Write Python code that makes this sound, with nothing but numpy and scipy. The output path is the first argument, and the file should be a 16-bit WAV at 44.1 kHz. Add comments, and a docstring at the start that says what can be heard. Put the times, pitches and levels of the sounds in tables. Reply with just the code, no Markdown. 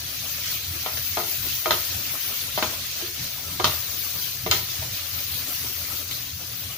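"""Seafood fries in a pan on a gas stove, heard close by through two ports in a tiled kitchen.
Hot fat crackles densely: bands of random bursts sputter partly together, partly each on its own, and swell
as food is turned. A wooden spatula scrapes, as coloured noise. The spatula landing, or the pan slamming on
the stove grid, knocks: briefly ringing modes, echoed by the walls.
Low noise shaped by room resonances rumbles beneath."""
import sys
import numpy as np
from scipy import signal
from scipy.fft import rfft, irfft
from scipy.io import wavfile
from scipy.ndimage import uniform_filter1d

SR = 44100
rng = np.random.default_rng(int(sys.argv[2]) if len(sys.argv) > 2 else 0)


def master_out(mix):
    """Clip the mix to full scale and print it as 16-bit PCM to the path in sys.argv[1]."""
    frames = np.transpose(np.atleast_2d(mix))
    ceiling = np.clip(frames, -1, 1)
    pcm = np.round(ceiling * 32767).astype(np.int16)
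    wavfile.write(sys.argv[1], SR, pcm)


def gain_from_db(level_db):
    """Turn a decibel level (scalar or array-like) into a linear amplitude factor."""
    decades = np.asarray(level_db, float) / 20
    return 10 ** decades


N = 298557

# knocks of the pan: the spatula landing, or the pan slamming on the stove grid;
# levels are relative, the pitch is the one excited best:
# start_s, level_db, best_pitch_hz, spread_octaves, ring_length_factor
BLOWS = [(0.86, -20, 1190, 1.34, 0.72), (0.971, -24, 1490, 2.1, 0.15), (1.169, -16, 377, 1.96, 0.64),
         (1.199, -24, 387, 2.2, 0.54), (1.656, -13.5, 362, 1.97, 0.65), (1.706, -9, 1220, 1.65, 0.3),
         (1.729, -27, 358, 1.1, 0.26), (2.575, -16, 800, 1.2, 0.32), (2.624, -13.5, 1170, 1.34, 0.21),
         (3.008, -36.5, 600, 1.2, 0.22), (3.022, -26.5, 360, 0.38, 0.36), (3.596, -15, 360, 2.04, 0.76),
         (3.642, -8, 1250, 1.8, 0.13), (3.664, -24, 638, 1.5, 0.26), (4.461, -18, 360, 2.3, 0.28),
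         (4.511, -8, 1230, 2.2, 0.2), (4.534, -24.5, 292, 2.2, 0.3), (4.818, -30, 570, 1.9, 0.19),
         (6.11, -23.5, 3200, 1.4, 0.16)]


def curves(table):
    """Columns of a table after its times, interpolated to one value a sample."""
    time_s, *columns = np.transpose(table)
    return [np.interp(np.arange(N) / SR, time_s, column) for column in columns]


def bins():
    """Frequencies of the spectrum lines in Hz, at least 1."""
    return np.maximum(np.arange(N // 2 + 1) * SR / N, 1)


def shape(points):
    """Gain on every spectrum line from (Hz, dB) points, interpolated over log frequency."""
    hz, db = np.transpose(points)
    return gain_from_db(np.interp(np.log(bins()), np.log(hz), db))


def colour(x, gain):
    """Filter by a gain on every spectrum line."""
    return irfft(rfft(x) * gain, N)


def unit(x):
    """Scale to rms 1."""
    return x / np.sqrt(np.mean(x ** 2))


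def walk(rate_hz):
    """Random levels of about rms 1, held 1 / rate_hz and slewed twice."""
    hold = int(SR / rate_hz)
    steps = np.repeat(rng.standard_normal(N // hold + 1), hold)
    slewed = uniform_filter1d(uniform_filter1d(steps, hold), hold)
    return 1.44 * slewed[:N]


def crackle(spread_db):
    """Two unrelated streams of one tiny burst a sample, a few larger than the rest."""
    size = np.minimum(rng.exponential(size=(2, N)), 6.5)
    return rng.standard_normal((2, N)) * gain_from_db(spread_db * size)


def ports(pair):
    """Two unrelated streams heard as left and right: alike in the bass, unlike in the treble."""
    alike_hz = 925  # above this the two ports hear different things
    alike = 1 / (1 + (bins() / alike_hz) ** 2)
    mid = colour(pair[0], np.sqrt(1 + alike))
    side = colour(pair[1], np.sqrt(1 - alike))
    return np.array([mid + side, mid - side]) / np.sqrt(2)


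def patchy(x, patchy_db):
    """Random gain patches in time and pitch make the noise uneven."""
    z = signal.stft(x, nperseg=1024)[2]
    patches = uniform_filter1d(rng.standard_normal(z.shape), size=3, axis=1)
    patches = uniform_filter1d(patches, size=2, axis=2)
    gain = gain_from_db(patchy_db * np.minimum(unit(patches), 2.2))
    varied = signal.istft(z * gain, nperseg=1024)[1][:, :N]
    return unit(varied) * np.sqrt(np.mean(x ** 2))  # overall level kept


def room(x, t60_s, damp_hz):
    """Tiled walls: a dense decaying echo, its treble damped."""
    t = np.arange(N) / SR
    envelope = 1000 ** (-t / t60_s) * np.minimum(t / 0.0036, 1)
    tail = ports(rng.standard_normal((2, N)) * envelope)[:, :SR // 2]
    tail = signal.lfilter(*signal.butter(1, damp_hz, fs=SR), tail)
    tail = unit(tail) / np.sqrt(SR / 2)  # unit energy
    return signal.fftconvolve(x, tail, axes=1)[:, :N]


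def swells():
    """Power of the rumble: a wavering bed plus smooth humps."""
    # brief swells, length at half amplitude: middle_s, length_s, level_db
    humps = [(.66, .08, -41), (0.767, 0.029, -41), (0.965, .07, -41.5), (1.723, 0.072, -41),
             (2.547, 0.058, -39), (2.675, 0.054, -40), (3.22, 0.079, -39), (3.36, 0.063, -46),
             (3.67, 0.096, -31.5), (4.494, 0.14, -35), (4.627, 0.052, -39), (4.807, 0.035, -39),
             (4.94, 0.049, -38), (5.35, 0.12, -40.5), (5.825, 0.079, -43), (5.937, 0.041, -38),
             (6.36, .09, -40)]
    bed_db, waver_db, wavers_per_s = -45, 3, 18
    middle_s, length_s, level_db = np.transpose(humps)[:, :, None]
    phase = np.clip((np.arange(N) / SR - middle_s) / (2 * length_s), -.5, .5)
    hump = np.cos(np.pi * phase) ** 2
    bed = gain_from_db(bed_db + waver_db * walk(wavers_per_s))
    return bed ** 2 + np.sum((gain_from_db(level_db) * hump) ** 2, axis=0)


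def rumble():
    """Low noise that the room's resonances pick out, the same in both ports."""
    # room resonances, relative levels: pitch_hz, width_hz, level_db
    resonances = [(85.7, 12.7, 2.5), (120.2, 30.3, -3.5), (170, 20.5, -10), (60, 32, -27), (261, 32, -17.5)]
    power = 0
    for pitch_hz, width_hz, level_db in resonances:
        detune = 2 * (bins() - pitch_hz) / width_hz
        power = power + gain_from_db(level_db) ** 2 / (1 + detune ** 2) ** 1.48
    low = unit(colour(rng.standard_normal(N), np.sqrt(power)))
    loudness = np.sqrt(uniform_filter1d(low ** 2, int(.09 * SR)))
    even = low / loudness ** 0.64  # a steady source keeps it even
    return unit(even) * np.sqrt(swells())


def drag():
    """Wood and food rubbing the pan floor in uneven slips: crackling noise with a wavering level."""
    # scrape spectrum, relative: pitch_hz, level_db_per_hz
    scrape = [(150, -26), (260, -4.5), (460, -10), (600, -6), (890, -11.5), (1280, -5.5), (1700, -15.5),
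              (3000, -13)]
    level_db, wander_db = -40, .6
    slips = crackle(2.4) * gain_from_db(2.6 * walk(30))
    rub = unit(colour(slips, shape(scrape)))
    return patchy(ports(rub), 5.3) * gain_from_db(level_db + wander_db * walk(3.04))


def knocks():
    """Each blow cracks dryly, then it and its chatter on the stove grid ring the pan modes it excites best."""
    # pan modes, relative levels, decay before each blow shortens it: pitch_hz, level_db, t60_s
    pan_modes = [(122, -24, 0.1), (207, -11, 0.04), (269, -21, 0.068), (358, -9, 0.45), (438, -12, 0.24),
                 (558, -18, 0.078), (630.4, -5.5, 0.22), (732, 3, 0.046), (939, -13, 0.43), (1007, -6, 0.2),
                 (1072, 6, 0.022), (1247, -0.5, 0.1), (1395, 0.5, 0.065), (1600, -3.5, 0.045),
                 (1888, 5.5, 0.052), (2183, 8, 0.042), (2690, 4, .08), (3160, 11, 0.058),
                 (3691, 19.5, 0.011), (4150, 12.5, 0.079), (4886, 5, 0.29), (5180, 4, 0.19),
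                 (6200, 10, 0.092), (6640, 12, 0.045)]
    delay_s = .0015  # every blow sounds this long after its listed start
    chatter_s = 0.014  # decay of the pan's rattle on the stove grid
    hz, mode_db, t60_s = np.transpose(pan_modes)[:, :, None]
    t, out = np.arange(int(.3 * SR)) / SR, np.zeros((2, N + SR))
    # a wide pan reaches the two ports with phases that part as pitch rises, neighbouring modes opposite ways
    lean = (-1) ** np.arange(len(pan_modes))[:, None] * np.minimum(hz / 1700, .68)
    part = np.array([lean, -lean])
    for start_s, level_db, best_hz, spread_octaves, ring in BLOWS:
        away = np.log2(hz / best_hz) / spread_octaves
        # a hard edge hardly moves the lower modes
        gain = gain_from_db(mode_db - np.where(away < 0, 15, 7.2) * away ** 2)
        # extra body near the best pitch
        gain = gain * gain_from_db(4.8 * np.exp(-(np.log2(hz / best_hz) / 0.24) ** 2))
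        # every mode is damped hard during contact, then the pan rings on, its low modes shortened least
        ringing = 1000 ** (-t / (t60_s * ring ** np.minimum(hz / 900, 1)))
        touch = np.exp(-t / 0.00089)
        # food settling back on the pan stills it
        fade = (ringing + touch) * np.exp(-(t / 0.051) ** 2)
        phase = 1.03 * rng.standard_normal(hz.shape)  # modes set off a little out of step
        struck_hz = hz * (1 + 0.0061 * rng.standard_normal(hz.shape))  # food shifts the modes a little
        modes = np.sum(gain * np.sin(2 * np.pi * struck_hz * t + phase + part) * fade, axis=1)
        rattle_db = -29 + 4.7 * np.minimum(rng.exponential(size=len(t)), 4)
        chatter = rng.standard_normal(len(t)) * gain_from_db(rattle_db) * np.exp(-t / chatter_s)
        chatter[0] = 1  # the blow itself
        push = np.minimum(t * best_hz / 0.41, 1)  # a duller blow is a softer, longer push
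        blow = signal.fftconvolve(modes * push, chatter[None], axes=1)[:, :len(t)]
        i = int((start_s + delay_s) * SR)
        out[:, i:i + len(t)] += unit(blow) * gain_from_db(level_db - 19)
    highpass = signal.butter(2, 110, "high", fs=SR, output="sos")
    return signal.sosfilt(highpass, out[:, :N])


def flare():
    """Power of the hiss that blows, bright ones most, jolt out of the fat: a quick rise, a slower fall."""
    hiss_db, rise_s, fall_s = -20.5, 0.0057, 0.039  # hiss_db is against the blow's listed level
    dull_hz = 800  # blows much duller than this jolt little
    start_s, level_db, best_hz = np.transpose(BLOWS)[:3, :, None]
    t = np.maximum(np.arange(N) / SR - start_s, 0)
    jolt = gain_from_db(level_db + hiss_db) ** 2 / (1 + (dull_hz / best_hz) ** 4)
    return np.sum(jolt * (1 - np.exp(-t / rise_s)) * np.exp(-t / fall_s), axis=0)


def sizzle():
    """Steam bursting out of hot fat; bands sputter partly together, partly each on its own."""
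    # frying as food is turned, relative levels, spray against its own mean: time_s, sizzle_db, spray_db
    frying = [(0, -37.5, -3.5), (.3, -37.5, -1), (.47, -34, -2.5), (.7, -38.5, 0), (1.05, -35, 0.5),
              (1.6, -35.5, 1), (1.9, -37, -1), (2.35, -34.5, 0), (2.5, -37, -2), (3.15, -35, -2.5),
              (3.5, -39, -2), (3.8, -37.5, -0.5), (4.15, -35.5, 0.5), (4.45, -38.5, -1.5), (4.9, -35, -2),
              (5.7, -37.5, 1.5), (5.98, -37.5, 0), (6.03, -40, -1), (6.77, -41, -1)]
    # sizzle as the microphone colours it, relative: pitch_hz, level_db_per_hz
    sizzle_points = [(400, -26), (1000, -15), (1700, -4), (2500, 0), (3300, 1.5), (4300, 4), (5200, 2),
                     (6400, 2.5), (7200, -5.5), (8100, -11), (10000, -5.5), (12500, -1), (14600, 3.5),
                     (15500, 5.5)]
    fry_db, spray_db = curves(frying)
    fry_db = 10 * np.log10(gain_from_db(fry_db) ** 2 + flare())
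    spray_db = spray_db - np.mean(spray_db)
    balance_db = -.3 + .5 * walk(2.78)  # the busiest spot of the pan shifts left and right
    spectrum, out, shared = shape(sizzle_points), 0, walk(14)
    for hz in 500 * 2 ** np.arange(0, 5.5, .5):
        band = np.cos(np.pi * np.clip(np.log2(bins() / hz), -.5, .5))
        spray = np.clip(2 * np.log2(hz / 8000), 0, 1)  # the top bands follow the fine spray
        sputter_db = 0.87 * shared + 1.18 * walk(21.76) + spray * 0.19 * walk(60)
        level_db = fry_db + spray * spray_db + sputter_db
        out = out + gain_from_db(level_db) * colour(crackle(3.21), band * spectrum)
    gain = gain_from_db(5.5) / np.sqrt(np.mean(spectrum ** 2))
    balance = gain_from_db(np.array([balance_db, -balance_db]) / 2)
    return patchy(ports(out), 3.94) * gain * balance


def scene():
    """All sources; the knocks also echo off the walls."""
    hits = knocks()
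    echo = gain_from_db(-10.5) * room(hits, t60_s=0.38, damp_hz=6200)
    return rumble() + drag() + hits + echo + sizzle()


def top_cut(x):
    """Nothing passes above the cut-off."""
    return signal.sosfilt(signal.butter(12, 16870, fs=SR, output="sos"), x)


def record(dry):
    """Soft clipping; the left port hears more treble; the top is cut steeply."""
    # left over right port: pitch_hz, level_db
    left_lift = [(3500, .6), (6500, 2.5), (8100, 5), (15000, 9)]
    top_hz = 15550
    rounded = 0.93 * np.tanh(dry / 0.97)  # the hardest blows are rounded off softly
    lift = np.sqrt(shape(left_lift))  # half the dB up on the left, half down on the right
    heard = colour(rounded, np.array([lift, 1 / lift]) * (bins() < top_hz))
    return top_cut(heard)


dry = scene()
out = record(dry)
master_out(out)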